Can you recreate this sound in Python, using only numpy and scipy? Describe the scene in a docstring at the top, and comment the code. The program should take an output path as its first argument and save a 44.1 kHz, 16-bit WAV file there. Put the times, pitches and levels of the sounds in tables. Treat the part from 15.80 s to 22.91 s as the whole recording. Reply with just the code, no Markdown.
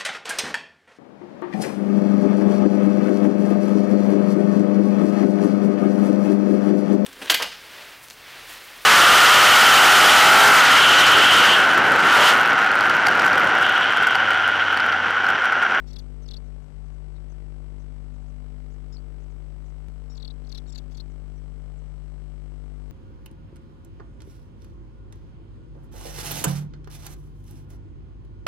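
"""Inside a wooden nest box. Tiny nestlings beg in stutters of falling squeaks, with whistles, chirps
and one squeal, each sounded by both sides of the syrinx; faint arched peeps come between.
The cavity rings briefly. A small wired camera listens on the left channel and adds hiss, mains hum,
picture buzz and a thin whine. The hum sags once, and once the signal skips with a tick."""
import sys
import numpy as np
from scipy import signal
from scipy.fft import rfft, irfft
from scipy.io import wavfile

SR = 44100
rng = np.random.default_rng(int(sys.argv[2]) if len(sys.argv) > 2 else 0)


def master_out(mix):
    """Clip the mix to full scale and print it as 16-bit PCM to the path in sys.argv[1]."""
    frames = np.transpose(np.atleast_2d(mix))
    ceiling = np.clip(frames, -1, 1)
    pcm = np.round(ceiling * 32767).astype(np.int16)
    wavfile.write(sys.argv[1], SR, pcm)


N = 313551
T = np.arange(N) / SR
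FREQS = np.arange(N // 2 + 1) * SR / N
SKIP_AT_S = 4.0853
UPPER_RATIO = 1.3  # upper / lower voice pitch in whistles and squeal


def undb(db):
    """Decibels to gain."""
    return 10 ** (np.asarray(db) / 20)


def level(x, db):
    """Set the rms level."""
    return x * undb(db) / np.sqrt(np.mean(x ** 2))


def colour(x, points):
    """Filter by a curve of (frequency [Hz], gain [dB]) points."""
    hz, db = np.transpose(points)
    gain = undb(np.interp(np.log(FREQS + 1), np.log(hz), db))
    return irfft(rfft(x) * gain, N)


def resonance(hz, width_hz):
    """Response of one resonance, gain 1 at its centre."""
    return 1 / (1 + 2j * (FREQS - hz) / width_hz)


def wobble(t, rate_hz):
    """Random unsteadiness over one short note."""
    return np.interp(t * rate_hz, np.arange(512), rng.standard_normal(512))


def swell(t, length_s, ramp_s):
    """Rounded rise, hold, rounded fall."""
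    ramp = np.minimum(t, length_s - t) / min(ramp_s, length_s / 2)
    return np.sin(np.pi / 2 * np.clip(ramp, 0, 1))


def accent_db(along, accent, depth_db=14):
    """Level of a short push: climbs to a sharp accent, drops again."""
    return np.interp(along, [0, accent, 1], [-depth_db, 0, -depth_db])


def add(out, start_s, x):
    """Mix x into out from start_s."""
    i = max(int(start_s * SR), 0)
    out[i:i + len(x)] += x[:N - i]


def idle_noise(idle_db=-82):
    """The idle channel's own noise."""
    # noise spectrum: (frequency [Hz], gain [dB])
    spectrum = [(50, 1.5), (250, 9), (500, -6), (1200, -11.5), (3000, -14.5), (12000, -23.5)]
    return level(colour(rng.standard_normal(N), spectrum), idle_db)


def camera_hiss(hiss_db=-58):
    """Steady electronic noise, strongest in the bass."""
    # noise spectrum: (frequency [Hz], gain [dB])
    spectrum = [(20, -33), (45, -11), (90, -1.5), (200, -4.5), (400, -10.5), (800, -16.5), (1500, -22),
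                (2500, -28.5), (4000, -33.5), (7000, -37.5), (9500, -42), (11500, -47), (12400, -39.5),
                (13200, -57), (14000, -76)]
    return level(colour(rng.standard_normal(N), spectrum), hiss_db)


def mains_hum(clock_s, mains_hz=49.916, hum_db=-29):
    """Mains hum, mostly odd harmonics; the fundamental sags once."""
    # hum partials: (harmonic number, level [dB])
    harmonics = [(1, -7), (2, -31.5), (3, -17.5), (5, -27.5), (7, -36.5), (9, -38.5)]
    # sag of the fundamental: (time [s], level [dB])
    sag_curve = [(.785, 0.5), (.81, -2), (.88, -6.5), (.93, -6), (.955, 0.5)]
    sag = undb(np.interp(T, *np.transpose(sag_curve)))
    phase = 2 * np.pi * mains_hz * clock_s
    tones = [undb(db) * np.sin(k * phase + rng.uniform(0, 2 * np.pi)) for k, db in harmonics]
    return undb(hum_db) * (sag * tones[0] + sum(tones[1:]))


def picture_leak(clock_s, field_hz=50, buzz_db=-59, whine_hz=7812.5, whine_db=-81):
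    """The picture signal leaks in: a buzz of spikes in every field, a whine at half the line rate."""
    # switching spikes: (time into the field [ms], level [dB])
    switching = [(3.65, 21.5), (4.4, 11.5), (5.1, 8.5), (8.85, 12)]
    # buzz spectrum: (frequency [Hz], gain [dB])
    spectrum = [(100, 0), (300, 15.5), (600, 7.5), (1000, -3), (1700, -13), (2200, -6), (2600, -19.5),
                (3100, -8), (3600, -22), (4500, -16.5), (7000, -27), (10000, -25.5), (12700, -40),
                (13600, -57)]
    spikes = np.zeros(N)
    for ms, db in switching:
        field = np.floor((clock_s - ms / 1000) * field_hz)
        spikes += undb(db) * np.diff(field, prepend=-1)
    spikes *= undb(0.92 * rng.standard_normal(N))
    whine = np.sin(2 * np.pi * whine_hz * (clock_s % (2 / field_hz)))  # restarts every frame
    return level(colour(spikes, spectrum), buzz_db) + level(whine, whine_db)


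def tick(tick_db=-39, settle_s=0.0024):
    """At the skip the voltage jumps and settles: a sharp tick with a small thump."""
    jump = (T >= SKIP_AT_S) * np.exp(-np.abs(T - SKIP_AT_S) / settle_s)
    return undb(tick_db) * colour(jump, [(500, -7), (3000, -1), (13000, 0)])


def microphone(x):
    """Slight presence lift; the top falls away."""
    # response: (frequency [Hz], gain [dB])
    response = [(2800, 1), (3500, 2), (4400, 0.5), (5700, 2), (9000, 0), (13100, 0), (14000, -14)]
    return colour(x, response)


def nest_box(x, direct_db=-16, tail_db=-12, t60_s=0.022):
    """The wooden cavity rings, wall echoes cut notches, moss soaks up the rest quickly."""
    # cavity resonances: (frequency [Hz], width [Hz], gain [dB])
    modes = [(2800, 600, -3), (3400, 100, 3.5), (3810, 220, -1), (4370, 220, 3), (4870, 130, -6),
             (5230, 220, -8), (5650, 340, -4), (6220, 170, -10), (6750, 300, -10), (9950, 400, -5),
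             (11200, 300, -6), (12400, 400, 2), (7500, 150, -7), (7990, 80, -6)]
    # echo cancellations: (frequency [Hz], width [Hz])
    notches = [(2500, 450), (3150, 260), (4700, 50), (6480, 60), (7300, 70), (7720, 110)]
    response = undb(direct_db) + sum(undb(db) * resonance(hz, width_hz) for hz, width_hz, db in modes)
    for hz, width_hz in notches:
        response *= 1 - resonance(hz, width_hz)
    near = irfft(rfft(x) * response, N)
    t = np.arange(4096) / SR
    tail = rng.standard_normal(len(t)) * np.exp(-np.log(1000) * t / t60_s)
    return near + undb(tail_db) * signal.fftconvolve(near, tail / np.linalg.norm(tail))[:N]


def voice(t, hz, jitter, flutter, bright):
    """One side of the syrinx: a near sine with unsteady pitch and strength, and weak overtones."""
    hz = hz * (1 + jitter * wobble(t, rate_hz=1816))
    phase = 2 * np.pi * np.cumsum(hz) / SR
    second = undb(-24) * np.sin(2 * phase)
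    third = undb(-29) * np.sin(3 * phase) * (3 * hz < SR / 2)
    strength = np.exp(flutter * wobble(t, rate_hz=880))
    return strength * (np.sin(phase) + bright * (second + third))


def peeps(fall_s=0.021, droop=0.25, lowest_hz=5100, gain_db=-2, fade_db=-3):
    """A resting chick's thin whistle arches over its top and fades as it slides off."""
    # soft peeps: (time of top [s], top pitch [Hz], level [dB], rise before top [s])
    calls = [(.210, 6950, -67, .018), (.661, 6750, -68, 0.02), (.828, 6800, -70, .006),
             (1.070, 6650, -68, .016), (1.133, 6900, -67, 0.0054), (1.511, 6600, -64, 0.017),
             (1.986, 6850, -68, 0.0043), (2.011, 6500, -66, 0.016), (2.339, 7100, -65, 0.0056),
             (2.415, 7450, -69, .008), (2.485, 6900, -67, 0.019), (2.927, 7150, -63.5, 0.022),
             (3.425, 7100, -64.5, 0.021), (3.504, 6900, -67, 0.0063), (3.847, 7150, -64, 0.0057),
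             (3.886, 7100, -66, 0.02), (4.364, 7250, -60, .014), (4.788, 6800, -66, 0.0065),
             (5.304, 6800, -67.5, .007), (5.546, 7900, -67, 0.0044), (5.572, 6000, -67, 0.015),
             (5.975, 7600, -63, 0.006)]
    out = np.zeros(N)
    for top_s, top_hz, db, rise_s in calls:
        length_s = rise_s + fall_s
        t = np.arange(int(length_s * SR)) / SR
        fallen = ((t - top_s + top_s - rise_s) / fall_s) ** 2
        hz = top_hz - fallen * min(droop * top_hz, top_hz - lowest_hz)
        envelope = undb(db + gain_db + fade_db * fallen) * swell(t, length_s, ramp_s=0.0035)
        add(out, top_s - rise_s, envelope * voice(t, hz, jitter=0.016, flutter=0.42, bright=0.24))
    return out


def whistles(arch=0.0224, taper_db=7):
    """Notes slurred over a slight arch, softer at the ends; most lead into a stutter."""
    # whistles: (start [s], length [s], first pitch [Hz], last pitch [Hz], level [dB],
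    # upper voice [dB], roughness)
    calls = [(0.068, 0.034, 5150, 5600, -58, -4.5, 1.25), (0.417, .029, 6450, 5700, -61.5, -14, 1.2),
             (1.351, 0.034, 3950, 3600, -68.5, -12, 1.2), (4.297, .022, 5140, 5420, -55, -1.5, 0.7),
             (4.318, 0.024, 5600, 5330, -55, -16, 0.7), (4.646, 0.0078, 3620, 4420, -62, -9, 1.2),
             (4.865, 0.0038, 4200, 4160, -57, -13, 0.8), (4.872, 0.019, 5170, 5700, -62, 7, 0.84),
             (5.108, 0.029, 4510, 5400, -62.5, 0.5, 1.15)]
    for start_s, length_s, first_hz, last_hz, db, upper_db, rough in calls:
        along = np.linspace(0, 1, int(length_s * SR))
        hz = (first_hz + along * (last_hz - first_hz)) * (1 + arch * np.sin(np.pi * along))
        yield start_s, hz, db - taper_db * (2 * along - 1) ** 2, upper_db, UPPER_RATIO, rough


def chirps(length_s=0.0168, first_ratio=0.78, last_ratio=0.9, upper_db=-9, upper_ratio=1.22):
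    """A short push closes a stutter: the pitch bends up, then eases back."""
    # chirps: (start [s], middle pitch [Hz], level [dB], accent [share of length], roughness)
    calls = [(0.561, 4500, -43, 0.58, 0.9), (4.5, 3980, -44.5, 0.5, 0.8), (5.197, 4290, -40, 0.41, 0.86)]
    along = np.linspace(0, 1, int(length_s * SR))
    bend = np.polyval(np.polyfit([0, 0.5, 1], [first_ratio, 1, last_ratio], 2), along)
    for start_s, hz, db, accent, rough in calls:
        yield start_s, hz * bend, db + accent_db(along, accent), upper_db, upper_ratio, rough


def squeal():
    """One clearer note: rasps as the upper voice breaks off, steps down to an accent, wavers away."""
    # contour: (time [s], pitch [Hz], level [dB], upper voice [dB], roughness)
    contour = [(3.123, 5210, -53, -4, 0.4), (3.132, 5160, -52, -4, 0.4), (3.137, 5140, -53, -10, .7),
               (3.15, 5300, -53, -13, 0.6), (3.154, 4820, -57, -26, .45), (3.161, 5050, -55, -30, 0.6),
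               (3.166, 4650, -62, -30, .5), (3.17, 4260, -46, -30, 0.5), (3.171, 4450, -77, -27, .35),
               (3.182, 4760, -55, -30, .3), (3.193, 4450, -66, -28, .3)]
    times_s, *controls = np.transpose(contour)
    t = np.arange(times_s[0], times_s[-1], 1 / SR)
    hz, db, upper_db, rough = (np.interp(t, times_s, control) for control in controls)
    yield times_s[0], hz, db, upper_db, UPPER_RATIO, rough


def syllables(crest_share=0.257, upper_fade_db=20):
    """Each syllable crests early, sweeps down and flattens; the upper voice fades along the way."""
    # six begging stutters: (start [s], length [s], top pitch [Hz], end pitch [Hz], level [dB],
    # accent [share of length], upper voice [dB], upper pitch [ratio], roughness)
    calls = [(0.0996, 0.017, 5830, 4270, -50, 0.73, -7, 1.29, 1.1),
             (0.1285, 0.021, 5220.0, 3080, -51.5, 0.19, -6, 1.22, 1.2),
             (0.158, 0.014, 4220, 3140.0, -44, 0.61, -1, 1.25, 1.03),
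             (0.1834, 0.022, 4910, 3010.0, -45, 0.4, -5.5, 1.24, 1.2),
             (0.4554, 0.0119, 5200, 4640.0, -51.6, 0.77, -22.0, 1.28, 1),
             (0.4784, 0.015, 4960.0, 3320, -43.5, 0.79, -6, 1.29, 0.92),
             (0.507, 0.0179, 4330, 2900, -41.6, 0.34, -8, 1.26, 1),
             (0.5338, 0.0174, 4090.0, 3070, -40, 0.38, -11, 1.3, 1),
             (4.346, 0.014, 5560.0, 4260, -51, 0.74, -22.0, 1.29, 1.14),
             (4.3665, 0.019, 5220.0, 3070, -49.5, 0.63, -5.6, 1.3, 0.95),
             (4.3976, 0.016, 4090, 3490.0, -49.4, 0.36, -8, 1.2, 0.9),
             (4.4216, 0.013, 4400, 3280, -42.2, 0.64, -11, 1.3, 0.82),
             (4.4456, 0.016, 3830, 2920.0, -46, 0.39, -1, 1.19, 0.9),
             (4.4737, 0.017, 4300, 3460.0, -45.5, 0.24, -8, 1.23, 0.77),
             (4.666, 0.012, 5150, 3610.0, -58.0, 0.66, -1.9, 1.2, 1.1),
             (4.689, 0.0206, 5230, 3120, -49.5, 0.39, -8, 1.3, 0.96),
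             (4.7153, 0.017, 4860, 3360, -42.5, 0.63, -6.6, 1.27, 1.1),
             (4.7444, 0.024, 4150, 3040.0, -43, 0.23, -10, 1.27, 1.15),
             (4.7723, 0.0193, 4180.0, 3500.0, -39.5, 0.42, -8, 1.32, 1.02),
             (4.89, 0.023, 5900, 4770, -52, 0.67, 4, 1.36, 0.8),
             (4.921, 0.019, 5520, 3600.0, -48.5, 0.21, 0, 1.35, 0.7),
             (4.9466, 0.02, 4840, 3620, -40, 0.66, -8, 1.54, 1),
             (4.974, 0.022, 4650.0, 3420, -44.5, 0.43, -3.5, 1.42, 1.03),
             (5.1446, 0.016, 4780.0, 3350, -52, 0.33, -3, 1.5, 1.05),
             (5.1686, 0.024, 4880, 3140, -50.5, 0.3, -6, 1.28, 1.22)]
    for start_s, length_s, top_hz, end_hz, db, accent, upper_db, upper_ratio, rough in calls:
        along = np.linspace(0, 1, int(length_s * SR))
        fallen = np.sin(np.pi / 2 * (along - crest_share) / (1 - crest_share)) ** 2
        hz = top_hz + fallen * (end_hz - top_hz)
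        fading_db = upper_db - upper_fade_db * (along - 0.5)
        yield start_s, hz, db + accent_db(along, accent), fading_db, upper_ratio, rough


def begging(mirror_db=-13, rasp_db=-14, loud_db=-40, upper_bright_db=6):
    """Each push of air sounds both sides of the syrinx, with a rasp of breath noise."""
    # rasp spectrum: (frequency [Hz], gain [dB])
    spectrum = [(700, 5), (2000, 8), (3300, 10), (5500, 9.5), (8000, 5), (10500, 0), (12800, -3),
                (14000, -31)]
    tones, air = np.zeros(N), np.zeros(N)
    notes = [*whistles(), *syllables(), *chirps(), *squeal()]
    for start_s, hz, db, upper_db, upper_ratio, rough in notes:
        t = np.arange(len(hz)) / SR
        jitter, flutter = 0.05 * rough, 0.25 * rough
        bright = rough ** 3 * undb(0.15 * (db - loud_db))  # loud, harsh pushes carry more overtones
        lower = voice(t, hz, jitter, flutter, bright)
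        upper = voice(t, hz * upper_ratio, jitter, flutter, bright * undb(upper_bright_db))
        # coupling of the two sides mirrors the upper tone below the lower
        mirror = voice(t, hz * (2 - upper_ratio), jitter, flutter, bright)
        push = undb(db) * swell(t, len(hz) / SR, ramp_s=0.002)
        add(tones, start_s, push * (lower + undb(upper_db) * (upper + undb(mirror_db) * mirror)))
        add(air, start_s, rough ** 3 * push * (1 + undb(upper_db)))
    rasp = level(colour(rng.standard_normal(N), spectrum), rasp_db)
    return tones + air * rasp


def scene(left_db=6, right_db=-33, skip_s=0.00285):
    """Left: chicks and camera noise. Right: faint crosstalk and idle noise."""
    # hum, buzz and whine lurch ahead at the skip
    clock_s = T + skip_s * np.clip((T - SKIP_AT_S) / (2 * skip_s) + 0.5, 0, 1)
    hiss = camera_hiss()
    chicks = microphone(nest_box(begging() + peeps()))
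    mono = chicks + mains_hum(clock_s) + picture_leak(clock_s) + tick() + hiss
    crosstalk = colour(mono, [(50, -0.5), (150, 6), (400, 5), (1500, 4), (4000, -35)])
    return np.array([undb(left_db) * mono, undb(right_db) * crosstalk + idle_noise()])


def record(dry, top_hz=14200):
    """A steep low-pass cuts the top."""
    return signal.sosfilt(signal.ellip(8, 0.2, 70, top_hz, fs=SR, output="sos"), dry)


dry = scene()
out = record(dry)
master_out(out)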